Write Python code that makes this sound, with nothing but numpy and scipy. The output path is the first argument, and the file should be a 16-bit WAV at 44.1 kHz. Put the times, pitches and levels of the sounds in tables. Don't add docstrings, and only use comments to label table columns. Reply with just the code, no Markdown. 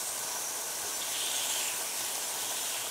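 import sys
import numpy as np
from scipy import signal
from scipy.fft import rfft, irfft
from scipy.io import wavfile
from scipy.ndimage import uniform_filter1d

SR = 44100
rng = np.random.default_rng(int(sys.argv[2]) if len(sys.argv) > 2 else 0)


def magnitude_from_level(level_db):
    exponent = np.asarray(level_db, float) / 20
    return 10 ** exponent


def store_pcm(level_fs):
    pcm = np.round(np.clip(level_fs, -1, 1) * 32767).astype(np.int16)
    wavfile.write(sys.argv[1], SR, np.atleast_2d(pcm).T)


N = 127890

# pitch_hz, level_db (per Hz)
FIZZ_COLOUR = [(1800, -10.5), (3000, -8), (5100, -7.5), (5800, -3.5), (9200, -4), (10500, -7), (12500, -10),
               (15800, -15)]
# start_s, level_db
JUICE_FLOW = [
    (0.0, -39),
    (0.66, -39.5),
    (1.57, -36.5),
    (1.78, -38.5),
    (1.79, -38),
    (1.88, -39.5),
    (2.02, -37.5),
    (2.22, -38.5),
    (2.67, -37.5),
    (2.9, -39),
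]
CRACKLE_DB, CRACKLES_PER_S, CRACKLE_SPREAD_DB = -6, 2500, 3.0
PATCHY_DB, FLICKER_DB = 0.78, 0.41
DARK_HZ, DARK_SHARE, DARK_FROM_DB = 5250, 1.56, -38.5

# start_s, level_db, pitch_hz
VENT_PATH = [(1.0, -60, 3400), (1.02, -41, 3470), (1.12, -49, 3250), (1.15, -41, 3040), (1.28, -39.5, 3300),
             (1.42, -41, 3140), (1.49, -43, 3100), (1.58, -40, 3080), (1.67, -41.5, 2680),
             (1.78, -51, 2570), (1.97, -54, 2920), (2.05, -47, 3000), (2.365, -53, 3220),
             (2.385, -46, 3230), (2.62, -46, 3220), (2.8, -43, 2810), (2.9, -46, 3170)]
VENT_WIDTH_HZ, VENT_SPLIT = 810, 0.062
SPUTTER_DB, SPUTTER_S = 2.2, 0.0023
# pitch_hz, width_hz, level_db
WHISTLES = [(2780, 68, -10), (2970, 60, -18), (3177, 50, -10.5), (3290, 32, -11), (3355, 29, -9),
            (3514, 37, -10), (3590, 47, -5.5)]
WHISTLE_REACH_HZ = 447
# start_s, level_db, pitch_hz
SEAM_PATH = [(0, -50, 5850), (.1, -50, 6000), (.3, -45, 5900), (.42, -43, 5970), (.45, -40.5, 5990),
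             (.52, -44, 6200), (.62, -45, 6350), (.72, -49, 5900), (.84, -48, 5800), (.88, -44.5, 5830),
             (1.0, -47, 5900), (1.1, -56, 6000)]
SEAM_WIDTH_HZ, SEAM_SPLIT = 400, 0.046
# start_s, peak_db, pitch_hz
SPURTS = [(0.1755, -38, 4380), (0.821, -37, 2700), (1.0111, -31, 3090), (1.1182, -32, 3110),
          (1.144, -23, 3100), (1.199, -25, 3160), (1.2156, -26, 3320), (1.2625, -23, 3290),
          (1.346, -28, 3180), (1.4232, -28, 3210), (1.492, -33, 3300), (1.507, -25.5, 3160),
          (1.521, -26, 3000), (1.5549, -28, 3470), (1.6432, -27, 2930), (1.6771, -22.5, 2690),
          (1.701, -28, 2860), (2.0056, -28, 3560), (2.3795, -32, 3210), (2.4339, -33, 3240),
          (2.5671, -30, 3390), (2.5955, -29, 3450), (2.6494, -29.5, 4120), (2.7437, -31, 2820),
          (0.3164, -26, 5800),
    (0.4854, -33, 6190),
    (0.7514, -29, 5720),
    (0.8514, -31, 5710),
    (1.4954, -22, 7850),
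    (1.6734, -25, 7370),
    (1.7774, -25, 9100),
    (2.5694, -23.5, 9060),
]
SPURT_DB, SPURT_S, SPURT_Q = -11, 0.011, 4.7
# middle_s, length_s, level_db,
# pitch_hz, width_hz
SWELLS = [(0.092, 0.24, -43, 8600, 700), (1.2, .3, -47, 9400, 900), (1.37, .1, -38.5, 6450, 400),
          (1.37, 0.098, -39, 8300, 750), (1.5, 0.13, -41.5, 7500, 830), (1.53, 0.15, -45, 6500, 600),
          (1.65, 0.091, -40, 7300, 800), (1.58, 0.12, -46, 4300, 500), (1.56, 0.12, -48, 10000, 700),
          (1.82, 0.081, -42, 9000, 900), (1.97, 0.32, -49, 5500, 560), (2, 0.16, -45, 5770, 770),
          (2.06, 0.31, -48, 11600, 2800), (1.8, 0.22, -50, 15000, 660), (2.68, .06, -47, 6200, 500),
          (1.25, 0.11, -44, 8600, 500), (1.5, .45, -43, 6900, 1900), (1.9, .14, -48, 2350, 500),
          (2, .03, -43, 9800, 1500), (2.3, 0.14, -47, 8900, 900), (2.68, .08, -48, 7000, 550),
          (2.5, .06, -41, 6200, 900), (1.35, .35, -52.5, 2350, 420), (1.75, .15, -51, 1530, 440),
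          (.335, 0.13, -46, 965, 41), (.49, .08, -55, 1100, 60), (1, .05, -56, 550, 89),
         (2.5, .1, -48, 960, 36), (.87, 0.088, -51, 419, 29), (2.32, .2, -50, 760, 270),
         (2.8, 0.24, -51.5, 780, 300), (0.049, 0.13, -52.5, 780, 250), (.17, 0.067, -57, 280, 33),
         (2.02, .06, -54, 365, 51), (1.6, .08, -53, 370, 32), (1.79, .07, -53, 2600, 200),
         (2.68, .2, -53, 1510, 310), (1.38, .2, -48.5, 680, 290)]

# start_s, peak_db, pitch_hz
POPS = [(0.298, -38, 953), (0.333, -43, 950), (0.459, -42, 982), (0.847, -30.5, 625), (1.676, -40, 960),
        (2.008, -26, 940), (2.179, -28, 790), (2.427, -33, 820), (2.522, -26, 970), (2.746, -31, 1010),
        (2.867, -27, 1100)]
# start_s, peak_db, pitch_hz
SPITS = [
    (1.2624, -28, 3310),
    (1.2724, -18, 2900),
    (1.4564, -15, 7810),
    (1.5144, -20, 6840),
    (2.0044, -28, 5600),
    (2.0674, -28, 7090),
    (2.0794, -31, 6650),
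    (2.1554, -13.5, 6120),
    (2.2844, -16, 9230),
]
POP_CYCLES, SPIT_CYCLES = 1.3, 1.4
# start_s, peak_db, pitch_hz
THUMPS = [
    (.085, -62, 70),
    (0.236, -59, 162),
    (.832, -54, 85),
]

# pitch_hz, width_hz, level_db
PLATE = [(196.7, 7.3, -19.5), (279, 38, -11.5), (440, 61, -6.5), (638, 87, -0.5), (781, 82, -3.5),
         (865, 48, -2.5), (987, 55, -3.5), (1129, 52, -5.5), (1495, 46, -3), (1618, 69, -5)]
BUBBLE_DB, BUBBLES_PER_S, BUBBLE_SPREAD_DB = -47.5, 900, 2.5
PING_DB, PINGS_PER_S, PING_CYCLES, PING_LO_HZ, PING_HI_HZ = -54, 12, 34, 599.3, 4226

# pitch_hz, level_db (per Hz)
FAN_COLOUR = [(15, -53), (25, -22.5), (212, -11.5), (443, -1.5), (546, -6.5), (635, -3), (963, 0),
              (1260, -6.5), (2300, -17), (2990, -32), (5060, -120)]
FAN_DB = -48
# pitch_hz, level_db
HUM = [
    (59.9, -80),
    (119.7, -70.5),
]

# middle_s, low_hz, high_hz
UNLIKE = [(.16, 11000, 12500), (.95, 5700, 7000), (1.23, 10300, 11900), (1.9, 10300, 11900),
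          (2.25, 5200, 6400), (2.25, 9600, 11100), (2.39, 11000, 13800), (2.62, 5200, 7000),
          (2.62, 8300, 11900), (2.67, 13100, 15200), (2.785, 9000, 10400), (2.89, 9000, 10400),
          (2.89, 11700, 13200)]
UNLIKE_S, UNLIKE_DB = .03, -2.5
EDGE_HZ = 15690


def evened(x):
    return x / np.sqrt(np.mean(x ** 2) + 1e-20)


def coloured(x, points):
    f, db = np.transpose(points)
    hz = np.abs(np.fft.fftfreq(8192, 1 / SR)) + 1
    points_hz = np.r_[f[0] / 2, f, 1.6 * f[-1]]
    points_db = np.r_[db[0] - 20, db, db[-1] - 20]
    log_gain = np.log(magnitude_from_level(np.interp(np.log(hz), np.log(points_hz), points_db)))
    taps = np.fft.ifft(np.exp(np.conj(signal.hilbert(log_gain)))).real[:4096]
    return evened(signal.oaconvolve(x, taps)[:N])


def resonate(x, hz, width_hz):
    turn = np.exp(2j * np.pi * np.cumsum(hz * np.ones(len(x))) / SR)
    r = np.exp(-np.pi * width_hz / SR)
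    return 2 * (turn * signal.lfilter([1 - r], [1, -r], x / turn)).real


def clicks(per_s, spread_db):
    size = magnitude_from_level(spread_db * np.minimum(rng.exponential(size=N), 5))
    size = size * rng.choice([-1., 1.], size=N)
    return evened(size * (rng.random(N) < per_s / SR))


def wobble(count, seconds):
    r = np.exp(-1 / (seconds * SR))
    return evened(signal.lfilter([1], np.convolve([1, -r], [1, -r]), rng.standard_normal(count)))


def add(mix, s, sound):
    part = mix[max(round(s * SR), 0):][:len(sound)]
    part += sound[:len(part)]


def fizz():
    drive = rng.standard_normal(N) + magnitude_from_level(CRACKLE_DB) * clicks(CRACKLES_PER_S, CRACKLE_SPREAD_DB)
    z = signal.stft(coloured(drive, FIZZ_COLOUR), nperseg=256, noverlap=192)[2]
    patches = uniform_filter1d(rng.standard_normal(z.shape), size=4, axis=0)
    patches = uniform_filter1d(patches, size=30, axis=1)
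    s, db = np.transpose(JUICE_FLOW)
    dry_db = np.minimum(np.interp(np.arange(z.shape[1]) * 64 / SR, s, db) - DARK_FROM_DB, 0)
    dark = np.outer(np.fft.rfftfreq(256, 1 / SR) < DARK_HZ, DARK_SHARE * dry_db)
    shaped = z * magnitude_from_level(dark + PATCHY_DB * evened(patches))
    x = signal.istft(shaped, nperseg=256, noverlap=192)[1][:N]
    level_db = 2.5 + np.interp(np.arange(N) / SR, s, db) + FLICKER_DB * wobble(N, 0.0066)
    return evened(x) * magnitude_from_level(level_db)


def steam(count, hz, width_hz):
    air = rng.standard_normal(count) * magnitude_from_level(SPUTTER_DB * wobble(count, SPUTTER_S))
    return evened(resonate(resonate(air, hz, width_hz), hz, width_hz))


def vent():
    s, db, hz = np.transpose(VENT_PATH)
    t = np.arange(N) / SR
    cavity = np.interp(t, s, hz)
    air = evened(sum(steam(N, cavity * (1 + side * VENT_SPLIT), VENT_WIDTH_HZ) for side in (-1, 1)))
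    strength = magnitude_from_level(0.69 * np.minimum(np.interp(t, s, db) + 40, 0))
    for tone_hz, width_hz, whistle_db in WHISTLES:
        near = np.exp(-((cavity - tone_hz) / WHISTLE_REACH_HZ) ** 2) * strength
        air = air + near * magnitude_from_level(whistle_db + 2.1 * wobble(N, .025)) * steam(N, tone_hz, width_hz)
    return magnitude_from_level(np.interp(t, s, db, left=-100)) * evened(air)


def seam():
    s, db, hz = np.transpose(SEAM_PATH)
    t = np.arange(N) / SR
    cavity = np.interp(t, s, hz)
    air = 0.47 * steam(N, 1.08 * cavity, 1100)
    for side in (-1, 1):
        air = air + magnitude_from_level(2.2 * wobble(N, .02)) * steam(N, cavity * (1 + side * SEAM_SPLIT), SEAM_WIDTH_HZ)
    return magnitude_from_level(np.interp(t, s, db, right=-100)) * evened(air)


def spurts():
    out, t = np.zeros(N), np.arange(2000) / SR
    for s, db, hz in SPURTS:
        puff = np.minimum(t / 0.0014, 1) * np.exp(-t / SPURT_S)
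        air = steam(4000, hz, hz / SPURT_Q)[2000:]
        add(out, s, magnitude_from_level(db + SPURT_DB) * puff * air)
    return out


def pockets():
    out = np.zeros(N)
    for mid, length, db, hz, width_hz in SWELLS:
        u = (np.arange(N) / SR - mid) / length
        near = np.flatnonzero(abs(u) < 1)
        air = steam(SR, hz, width_hz)[:len(near)]
        swell = np.exp(-8 * u[near] ** 2)
        out[near] += magnitude_from_level(db) * evened(swell * air) * np.sqrt(np.mean(swell ** 2))
    return out


def pops():
    out, t = np.zeros(N), np.arange(3000) / SR
    for rows, cycles in ((POPS, POP_CYCLES), (SPITS, SPIT_CYCLES)):
        for s, db, hz in rows:
            shape = np.exp(-t * hz / cycles) * (1 - np.exp(-2.5 * t * hz))
            add(out, s, -magnitude_from_level(db + 1) * shape * np.sin(2 * np.pi * hz * t))
    return out


def bubbling():
    drive = clicks(BUBBLES_PER_S, BUBBLE_SPREAD_DB) + 0.6 * rng.standard_normal(N)
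    ringing = np.zeros(N)
    for k, (hz, width_hz, db) in enumerate(PLATE):
        ringing += (-1) ** k * magnitude_from_level(db) * evened(resonate(drive, hz, width_hz))
    return magnitude_from_level(BUBBLE_DB + 1.2 * wobble(N, 0.026)) * evened(ringing)


def pings():
    out = np.zeros(N)
    for hz in np.geomspace(PING_LO_HZ, PING_HI_HZ, num=24):
        out += evened(resonate(clicks(PINGS_PER_S, 2.5), hz, hz / PING_CYCLES))
    return magnitude_from_level(PING_DB) * evened(out)


def thumps():
    out, t = np.zeros(N), np.arange(3000) / SR
    for s, db, hz in THUMPS:
        add(out, s, magnitude_from_level(db) * np.sin(2 * np.pi * hz * t) * t * 100 * np.exp(1 - t * 100))
    return out


def fan():
    t = np.arange(N) / SR
    out = magnitude_from_level(FAN_DB) * coloured(rng.standard_normal(N), FAN_COLOUR)
    for hz, db in HUM:
        tone = np.sin(2 * np.pi * (hz * t + rng.random()))
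        out = out + np.sqrt(2) * magnitude_from_level(db + 3.1 * wobble(N, 0.026)) * tone
    return out


def scene():
    steam_sounds = vent() + seam() + spurts() + pockets()
    mono = fizz() + steam_sounds + pops() + bubbling() + pings() + thumps() + fan()
    return np.array([mono, mono])


def band_limit(x):
    return signal.sosfilt(signal.butter(12, 16950, fs=SR, output="sos"), x)


def record(dry):
    hz, t, z = signal.stft(dry[0], SR, nperseg=256, noverlap=192)
    mask = np.zeros(z.shape)
    for s, lo_hz, hi_hz in UNLIKE:
        middle_s = (np.round((s * SR - 890) / 1024) * 1024 + 890) / SR
        swell = np.clip(1 - ((t - middle_s) / UNLIKE_S * 1.3) ** 2, 0, 1) ** 2
        mask += np.outer((hz > lo_hz) & (hz < hi_hz), swell)
    other = signal.stft(np.roll(dry[0], 3001), SR, nperseg=256, noverlap=192)[2]
    side = magnitude_from_level(UNLIKE_DB) * signal.istft(other * mask, SR, nperseg=256, noverlap=192)[1][:N]
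    side = side + magnitude_from_level(-89) * coloured(rng.standard_normal(N), [(20, 0), (90, -7), (220, -14)])
    spectrum = rfft(dry + np.array([side, -side]))
    both = irfft(spectrum * (np.fft.rfftfreq(N, 1 / SR) < EDGE_HZ), N)
    return band_limit(both)


dry = scene()
out = record(dry)
store_pcm(out)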